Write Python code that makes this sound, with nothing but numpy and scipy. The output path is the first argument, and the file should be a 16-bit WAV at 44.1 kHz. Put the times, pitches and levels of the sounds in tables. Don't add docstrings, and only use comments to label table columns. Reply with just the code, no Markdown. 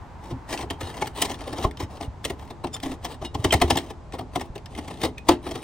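import sys
import numpy as np
from scipy import signal
from scipy.fft import rfft, irfft, next_fast_len
from scipy.io import wavfile

SR = 44100
rng = np.random.default_rng(int(sys.argv[2]) if len(sys.argv) > 2 else 0)


def generate_wav(sig):
    pcm = np.round(np.clip(np.atleast_2d(sig).T, -1, 1) * 32767).astype(np.int16)
    wavfile.write(sys.argv[1], SR, pcm)


N = 248679
RING_TIME = np.arange(SR // 4) / SR
SHORT_RING_TIME = RING_TIME[:SR // 10]


def from_db(db):
    return 10 ** (np.asarray(db) / 20)


def rms_one(x):
    return x / np.sqrt(np.mean(x ** 2) + 1e-20)


def at_level(x, db):
    return x * from_db(db) * np.sqrt(.04 * SR / (np.sum(x ** 2) + 1e-20))


def at_hz(points, hz):
    f, value = np.transpose(points)
    return np.interp(np.log(hz), np.log(f), value)


def add(out, s, sound):
    start = max(0, round(s * SR))
    out[start:start + len(sound)] += sound[:N - start]


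def ring(hz, fade_s, time=RING_TIME):
    return np.sin(2 * np.pi * hz * time) * np.exp(-np.log(1000) * time / fade_s)


def coloured(spectrum, size):
    hz = np.arange(size // 2 + 1) * SR / size + 1
    white = rfft(rng.standard_normal(size))
    return rms_one(irfft(white * from_db(at_hz(spectrum, hz)), size))


def grains(size, per_s, spread_db):
    born = rng.random(size) < per_s / SR
    extra_db = spread_db * np.minimum(rng.exponential(1, size), 4)
    return born * rng.choice([-1, 1], size) * from_db(extra_db)


def catches(size, per_s, catch_db, release_s=0.002):
    snags = (rng.random(size) < per_s / SR) * rng.uniform(.5, 1, size)
    surge = signal.lfilter([1], [1, -np.exp(-1 / (release_s * SR))], snags)
    return 1 + from_db(catch_db) * surge


def contact(length, rise=0.8, fall=0.81, chatter_db=-16, chatter_s=0.02):
    lead = .06
    t = np.arange(-lead, .12, 1 / SR)
    swell = np.exp(-(np.maximum(-t / rise, t / fall) / length) ** 2)
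    chatter = from_db(chatter_db) * np.exp(np.minimum(t / rise / length, -t / chatter_s))
    return (swell + chatter) * grains(len(t), per_s=12000, spread_db=3.5), lead


def strike(modes):
    weights = rng.choice([-1, 1], len(modes)) * from_db(2 * rng.standard_normal(len(modes)))
    return rms_one(weights @ modes)


def shaken(force, modes, count=2):
    spot = rng.integers(0, count, len(force))
    return sum(signal.fftconvolve(force * (spot == k), strike(modes)) for k in range(count))


# (per Hz, relative)
STEEL = [(160, -2), (300, 7.5), (600, 0), (950, 2.5), (1250, -5.5), (1550, -20), (1850, -4), (2500, -10.5),
         (3200, -6), (4500, -13), (7500, -17.5), (9500, -14.5), (11300, -31), (13000, -24.5), (15500, -27)]
# pitch_hz, fade_s (time to fall 60 dB)
STEEL_FADE = [(200, 0.19), (1000, 0.042), (3000, 0.017), (12000, 0.0055)]


def crowded_modes(band, count):
    low_hz, high_hz = band
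    pitches = low_hz + (np.arange(count) + rng.random(count)) * (high_hz - low_hz) / count
    rows = []
    for hz, fade_s in zip(pitches, at_hz(STEEL_FADE, pitches)):
        rows.append(from_db(at_hz(STEEL, hz)) * ring(hz, fade_s, SHORT_RING_TIME) / np.sqrt(fade_s))
    return np.array(rows)


# pitch_hz, level_db (relative), fade_s
PANEL_MODES = [(252, -8.5, 0.35), (290.6, -4.5, 0.25), (344.7, -6.5, 0.3), (422, -13, 0.36),
               (535, -2, 0.019), (616, -19.5, 0.43), (676.7, -4, 0.08), (780, 2, 0.055), (857, -3.5, 0.061)]


def sheet_modes():
    return np.array([from_db(db) * ring(hz, fade_s) for hz, db, fade_s in PANEL_MODES])


# pitch_hz, level_db (relative)
DRAWER_MODES = [(690, 7.5), (1035, 2), (1820, -9.5), (2920, -6), (3110, 0.5), (3780, -2.5), (4580, -12),
                (5250, -6), (6320, -13), (8550, -9)]


def drawer_modes(fade_s=.06):
    return np.array([from_db(db) * ring(hz, fade_s, SHORT_RING_TIME) for hz, db in DRAWER_MODES])


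# (per Hz, relative)
STREET = [(25, -17.5), (64, -2), (127, -7.5), (212, -16), (439, -22.5), (900, -22), (1500, -35.5),
          (2900, -42.5), (8000, -51.5), (16000, -79.5)]
STREET_DB = -41.5


def street(side_db=-5, bass_side_db=-12, wide_hz=700):
    noise = coloured(STREET, size=next_fast_len(N))[:N]
    wide = signal.sosfilt(signal.butter(1, wide_hz, "high", fs=SR, output="sos"), noise)
    side = from_db(bass_side_db) * (noise - wide) + from_db(side_db) * wide
    middle = coloured(STREET, size=next_fast_len(N))[:N]
    return from_db(STREET_DB) * (middle + np.array([side, -side]))


# (per Hz, relative)
CAR = [(550, -27.5), (880, -0.5), (1250, -14), (1520, -15), (1750, -17.5), (3300, -32.5), (12000, -49.5)]
CAR_START_DB, CAR_FADE_DB_PER_S = -46.5, 4


def car(waver_db=-1.0, wavers_per_s=7, side_db=-7):
    t = np.arange(N) / SR
    waver = np.interp(t * wavers_per_s, np.arange(100), rng.standard_normal(100))
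    middle, side = (coloured(CAR, size=next_fast_len(N))[:N] for _ in range(2))
    gain = from_db(CAR_START_DB - CAR_FADE_DB_PER_S * t + waver_db * waver)
    return gain * (middle + from_db(side_db) * np.array([side, -side]))


# start_s, end_s, rasp_db
SCRAPES = [(0.22, 0.333, -55), (0.5, 0.555, -32.5), (0.571, 0.638, -39.5), (0.806, 0.921, -46.5),
           (0.935, 1.084, -46.5), (1.165, 1.258, -35.5), (1.256, 1.36, -44.5), (1.385, 1.568, -51),
           (1.57, 1.671, -43), (1.799, 1.841, -41.5), (2.017, 2.053, -41.5), (1.902, 1.984, -53.5),
           (2.381, 2.499, -59), (2.74, 2.77, -44), (2.83, 2.949, -47), (3.036, 3.072, -43),
           (3.099, 3.147, -44.5), (3.233, 3.263, -40.5), (3.377, 3.92, -53.5), (4.343, 4.375, -45),
           (4.383, 4.465, -56.5), (4.704, 4.999, -54), (5.006, 5.067, -38), (5.29, 5.335, -36.5),
           (5.434, 5.663, -48.5)]
USUAL_RASP_DB, USUAL_RUMBLE_DB, RUMBLE_FOLLOWS = -44.5, -36, 0.67
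SKID_BEFORE_S, SKID_AFTER_S, SKID_RUMBLE_DB, SKID_RASP_DB = .008, 0.04, -10, -16


def strokes():
    rows = []
    for start, end, rasp in SCRAPES:
        rumble = USUAL_RUMBLE_DB + RUMBLE_FOLLOWS * (rasp - USUAL_RASP_DB)
        rows.append((start, end, rumble, rasp))
    return rows


def skids():
    return [(s - SKID_BEFORE_S, s + SKID_AFTER_S, panel_db + SKID_RUMBLE_DB, clack_db + SKID_RASP_DB)
            for s, _, panel_db, clack_db in KNOCKS]


def dragging(panel, clack, grit, rumble_db=-2.0, rasp_db=-1.0, grit_db=-6.0, sheet_db=-6.0,
             drawer_db=-7, edge_s=0.008, fade_db=2.2):
    out, sheet, drawer = np.zeros(N), sheet_modes(), drawer_modes()
    for start, end, rumble, rasp in strokes() + skids():
        t = np.arange(start - .05, end + .05, 1 / SR)
        swell = (1 + np.tanh((t - start) / edge_s / 2)) / 2
        stop = (1 + np.tanh((end - t) / edge_s / 2)) / 2
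        stroke = swell * stop * from_db(-fade_db * (t - start) / (end - start))
        force = grains(len(t), per_s=14000, spread_db=3)
        force = force * catches(len(t), per_s=130, catch_db=6)
        parts = [(sheet, rumble + sheet_db), (panel, rumble + rumble_db),
                 (drawer, rasp + drawer_db), (drawer, rasp + drawer_db),
                 (clack, rasp + rasp_db), (grit, rasp + grit_db)]
        for modes, db in parts:
            sound = shaken(force * stroke, modes)
            add(out, t[0], from_db(db) * sound * np.linalg.norm(stroke) / np.linalg.norm(sound))
    return out


# start_s, level_db
TICKS = [(0.576, -42), (1.407, -50.5), (1.626, -45), (1.711, -50.5), (1.772, -49.5), (2.011, -48),
         (2.243, -43), (2.395, -57.5), (2.67, -49.5), (2.801, -51), (3.601, -48), (3.786, -38.5),
         (4.123, -51), (4.397, -49), (4.58, -53), (4.659, -50), (4.751, -49.5), (5.017, -42), (5.181, -47)]
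TICK_CONTACT_S, TICK_GRIT_DB = 0.0016, -10
STRAY_TICKS_PER_S, STRAY_TICK_DB = 22, -2


def stray_ticks():
    rows = []
    for start, end, rasp in SCRAPES:
        count = round((end - start) * STRAY_TICKS_PER_S)
        for when, weakness in rng.random((count, 2)):
            db = min(rasp, USUAL_RASP_DB) + STRAY_TICK_DB - 10 * weakness
            rows.append((start + (end - start) * when, db))
    return [row for row in rows if row[0] < N / SR]


def ticks(clack, grit):
    out = np.zeros(N)
    for s, level in TICKS + stray_ticks():
        impacts, lead = contact(TICK_CONTACT_S, rise=0.42, fall=1.0, chatter_db=-15, chatter_s=0.011)
        for modes, db in [(clack, level), (grit, level + TICK_GRIT_DB)]:
            add(out, s - lead, at_level(shaken(impacts, modes), db))
    return out


TAPS_PER_S, TAP_RUMBLE_DB, TAP_RASP_DB, TAP_SPREAD_DB, TAP_HZ = 6, -2.5, 1.5, 5, (246, 679)


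def taps():
    rows = []
    for start, end, rumble, rasp in strokes():
        count = round((end - start) * TAPS_PER_S)
        for k, (when, spot, force) in enumerate(rng.random((count, 3))):
            db = TAP_SPREAD_DB * (2 * force - 1)
            s = start + (end - start) * (k + when) / count
            hz = np.interp(spot, (0, 1), TAP_HZ)
            rows.append((s, hz, rumble + TAP_RUMBLE_DB + db, rasp + TAP_RASP_DB + db))
    return [row for row in rows if row[0] < N / SR]


USUAL_CLACK_DB, USUAL_CONTACT_S, CONTACT_SHORTENS = -39.5, 0.006068, .17
GRIT_BELOW_CLACK_DB, GRIT_PER_HARDNESS = 4.5, 0.33


def blows():
    rows = []
    for s, hz, panel_db, clack_db in KNOCKS + taps():
        length = USUAL_CONTACT_S * from_db(CONTACT_SHORTENS * (USUAL_CLACK_DB - clack_db))
        grit_db = clack_db - GRIT_BELOW_CLACK_DB + GRIT_PER_HARDNESS * (clack_db - panel_db)
        rows.append((s, length, hz, panel_db, clack_db, grit_db))
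    return rows


# start_s, pitch_hz (main panel tone), panel_db, clack_db
KNOCKS = [(0.313, 288, -38.5, -53), (0.637, 345, -37.5, -65), (0.708, 291, -34.5, -39),
          (1.024, 813, -34.5, -39), (1.075, 790, -43, -42.5), (1.223, 810, -39, -26.5),
          (1.317, 495, -39, -42.5), (1.479, 531, -37, -47), (1.532, 318, -36, -44.5),
          (1.586, 537, -33, -44.5), (1.649, 1062, -25, -41.5), (1.805, 305, -35, -42.5),
          (2.011, 693, -38, -53.5), (2.253, 566, -34, -32.5), (2.304, 368, -34.5, -40.5),
          (2.509, 230, -41, -50.5), (2.646, 350, -30, -44), (2.835, 264, -37.5, -40),
          (2.862, 307, -37.5, -47), (3.052, 694, -36, -38.5), (3.223, 630, -35.5, -52.5),
          (3.351, 823, -31, -42), (3.448, 367, -22, -28.5), (3.528, 616, -24.5, -25),
          (3.541, 794, -25, -27), (3.62, 698, -20, -26), (3.707, 940, -21, -26), (3.759, 883, -30, -40),
          (3.775, 250, -31.5, -30.5), (4.14, 296, -39, -49.5), (4.152, 514, -40, -52),
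          (4.193, 694, -36.5, -46.5), (4.211, 740, -40.5, -57), (4.361, 723, -29, -36.5),
          (4.414, 913, -40, -43.5), (4.56, 397, -40.5, -49), (4.79, 258, -37.5, -45.5),
          (4.883, 816, -40.5, -47.5), (5.037, 316, -27.5, -33.5), (5.053, 520, -28.5, -35.5),
          (5.291, 341, -18, -24.5), (5.469, 273, -33.5, -46.5), (5.558, 760, -35, -44),
          (5.637, 760, -35, -38)]


def knocks(panel, clack, grit, sheet_db=-6, main_db=-4.0, crowd_db=-1.5, main_fade_s=0.051, push_s=0.0008):
    out, sheet = np.zeros(N), sheet_modes()
    push = 1 - np.exp(-RING_TIME / push_s)
    for s, length, hz, panel_level, clack_level, grit_level in blows():
        boom = at_level(push * ring(hz, main_fade_s), main_db)
        boom = boom + at_level(push * strike(sheet), sheet_db)
        add(out, s - .002, from_db(panel_level) * boom)
        impacts, lead = contact(length)
        for modes, db in [(panel, panel_level + crowd_db), (clack, clack_level), (grit, grit_level)]:
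            add(out, s - lead - .0015, at_level(shaken(impacts, modes), db))
    return out


# start_s, end_s, level_db
GROANS = [(0.313, 0.37, -37.5), (2.84, 2.875, -32.5), (2.892, 2.935, -31)]
GROAN_HZ = 267


def groans(fade_s=0.027, jitter=0.091):
    out = np.zeros(N)
    for start, end, db in GROANS:
        slips = np.zeros(round((end - start) * SR))
        when = np.cumsum(1 + jitter * rng.standard_normal(size=40)) * SR / GROAN_HZ
        slips[when[when < len(slips)].astype(int)] = 1
        add(out, start, at_level(signal.fftconvolve(slips, ring(GROAN_HZ, fade_s)), db))
    return out


KNOCK_JOLT_DB, KNOCK_JOLT_LIMIT_DB = -8.5, -36


def jolts(low_hz=70, high_hz=105):
    return [(s, rng.uniform(low_hz, high_hz), min(panel_db + KNOCK_JOLT_DB, KNOCK_JOLT_LIMIT_DB))
            for s, _, panel_db, _ in KNOCKS]


# start_s, pitch_hz, level_db
THUDS = [(0.324, 118, -30), (0.832, 87, -35), (1.649, 46, -23.5), (1.83, 94, -31), (2.079, 61.5, -33),
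         (3.351, 84, -36.5), (3.394, 104, -29), (3.454, 88, -25), (3.547, 78, -23), (3.642, 74.5, -25.5),
         (3.722, 91, -31), (4.5, 51, -38.5), (5.295, 93, -30)]
DRAWER_FADE_S, FRAME_FADE_S, WALL_FADE_S = .12, .35, .02


def thuds(frame_hz=75, frame_db=-5, wall_hz=125, wall_db=-5):
    out, time = np.zeros(N), np.arange(SR) / SR
    for s, hz, db in THUDS + jolts():
        add(out, s, at_level(ring(hz, DRAWER_FADE_S, time), db))
        frame = ring(frame_hz * rng.uniform(0.86, 1.15), FRAME_FADE_S, time)
        add(out, s, at_level(frame, db + frame_db))
        wall = -ring(wall_hz * rng.uniform(1.0, 1.07), WALL_FADE_S, time)
        add(out, s, at_level(wall, db + wall_db))
    return out


TOOLS = {"wrench": [(2880, 1.5), (3330, -16), (3765, 1), (4230, -7), (5200, -9.5), (6325, -15), (7820, -18),
         (9400, -12.5)], "socket": [(3570, 1), (5220, -0.5), (5430, -11), (7100, 5.5), (8970, -4.5)],
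         "runner": [(2790, 3.5), (3150, 21), (5710, 3.5)], "pliers": [(2500, 6), (3850, -9)],
         "plate": [(829, 0), (2202, -11.5)]}
TOOL_FADE = {"wrench": .15, "socket": .06, "runner": .018, "pliers": .09, "plate": .06}
# start_s, tool (name), contact_s, level_db
CLINKS = [(0.702, "runner", 0.00044, -38.5), (0.846, "wrench", 0.045, -44.5), (1.024, "plate", 0.0021, -27),
          (2.742, "socket", 0.011, -36), (3.252, "wrench", 0.0033, -40), (3.508, "runner", 0.0022, -29.5),
          (4.413, "plate", 0.003, -39), (5.048, "wrench", 0.012, -41.5), (5.177, "pliers", 0.0048, -47)]


def clinks():
    out = np.zeros(N)
    for s, tool, length, db in CLINKS:
        impacts, lead = contact(length)
        lowest_hz = TOOLS[tool][0][0]
        tone = 0
        for hz, level in TOOLS[tool]:
            mode = ring(hz, TOOL_FADE[tool] * lowest_hz / hz)
            tone = tone + at_level(signal.fftconvolve(impacts, mode), level)
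        add(out, s - lead, at_level(tone, db))
    return out


HARD_CLACK_DB = -31
BOUNCE_GAP_S, BOUNCE_DB, BOUNCE_LOSS_DB = .014, -23, 5.5


def clanks(clack, ring_db=-4):
    out, drawer = np.zeros(N), drawer_modes()
    for s, _, _, level in KNOCKS:
        if level > HARD_CLACK_DB:
            add(out, s, at_level(strike(drawer), level + ring_db))
            gaps = BOUNCE_GAP_S * np.cumsum(.5 + rng.random(size=4))
            for k, gap in enumerate(gaps):
                impacts, lead = contact(TICK_CONTACT_S)
                bounce = shaken(impacts, clack) + shaken(impacts, drawer)
                add(out, s + gap - lead, at_level(bounce, level + BOUNCE_DB - BOUNCE_LOSS_DB * k))
    return out


# pitch_hz, level_db (relative), fade_s
SLAM_MODES = [(306, -7, .13), (349, 0, .16), (428, -7, .08), (512, -10, .07), (582, -9, .1), (690, -8, .1),
              (755, -10, .1), (856, -12, .12), (1010, -8, .09), (1244, -15, .09)]
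SLAM_S, SLAM_DB = 5.2885, -14.5


def slam(panel, clack, buzz_db=-9, rattle_db=-16, rattle_fade_s=0.16):
    out = np.zeros(N)
    clang = 0
    for k, (hz, db, fade_s) in enumerate(SLAM_MODES):
        clang = clang + (-1) ** k * at_level(ring(hz, fade_s), db)
    add(out, SLAM_S, at_level(clang, SLAM_DB))
    size = len(RING_TIME)
    bounces = grains(size, per_s=5000, spread_db=2.5) * catches(size, per_s=140, catch_db=9)
    bounces = bounces * from_db(-60 * RING_TIME / rattle_fade_s)
    dull = signal.sosfilt(signal.butter(2, 1700, fs=SR, output="sos"), bounces)
    for force, modes, db in [(bounces, panel, buzz_db), (dull, clack, rattle_db)]:
        add(out, SLAM_S, at_level(shaken(force, modes), SLAM_DB + db))
    return out


def surroundings(x, fade_s=0.12, echo_db=-13, dull_hz=6500):
    decay = np.exp(-np.log(1000) * RING_TIME / fade_s) * (RING_TIME > .002)
    tail = rng.standard_normal((2, len(RING_TIME))) * decay
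    tail /= np.linalg.norm(tail, axis=1, keepdims=True)
    tail = signal.sosfilt(signal.butter(2, dull_hz, fs=SR, output="sos"), tail)
    tail = signal.sosfilt(signal.butter(1, 900, "high", fs=SR, output="sos"), tail)
    return from_db(echo_db) * signal.fftconvolve(x[None], tail, axes=1)[:, :N]


# pitch_hz, lead_radians
PORT_PHASE = [(100, 0), (2100, .2), (3400, 1), (6200, 1.05), (7600, 2.1), (8200, -.4), (9500, -1.3),
              (10800, -3.1), (11500, -3.2), (12800, -4.5), (14000, -6.28)]
# pitch_hz, level_db
PORT_BALANCE = [(300, 0), (750, 3.5), (1300, 7), (2400, 3), (3200, -2.5), (4800, 4), (7600, 0.5)]


def placed(x):
    size = next_fast_len(N + SR // 10)
    hz = np.arange(size // 2 + 1) * SR / size + 1
    lean = from_db(at_hz(PORT_BALANCE, hz) / 2) * np.exp(.5j * at_hz(PORT_PHASE, hz))
    return irfft(rfft(x, size) * np.array([lean, 1 / lean]), size)[:, :N]


PANEL_BAND_HZ, CLACK_BAND_HZ, GRIT_BAND_HZ = (150, 1300), (1300, 6000), (6000, 16500)


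def scene():
    panel = crowded_modes(PANEL_BAND_HZ, count=70)
    clack = crowded_modes(CLACK_BAND_HZ, count=160)
    grit = crowded_modes(GRIT_BAND_HZ, count=220)
    parts = [dragging(panel, clack, grit) + groans(),
             ticks(clack, grit) + clinks(),
             knocks(panel, clack, grit),
             clanks(clack),
             slam(panel, clack)]
    near = sum(surroundings(part, fade_s=.03, echo_db=-8, dull_hz=15000) for part in parts)
    chest = sum(parts) + thuds()
    return placed(chest) + near + surroundings(chest) + street() + car()


CUTOFF_HZ = 15900


def record(dry):
    rounded = 1.3 * np.tanh(dry / 1.3)
    return signal.sosfilt(signal.ellip(10, .1, 80, CUTOFF_HZ, fs=SR, output="sos"), rounded)


dry = scene()
out = record(dry)
generate_wav(out)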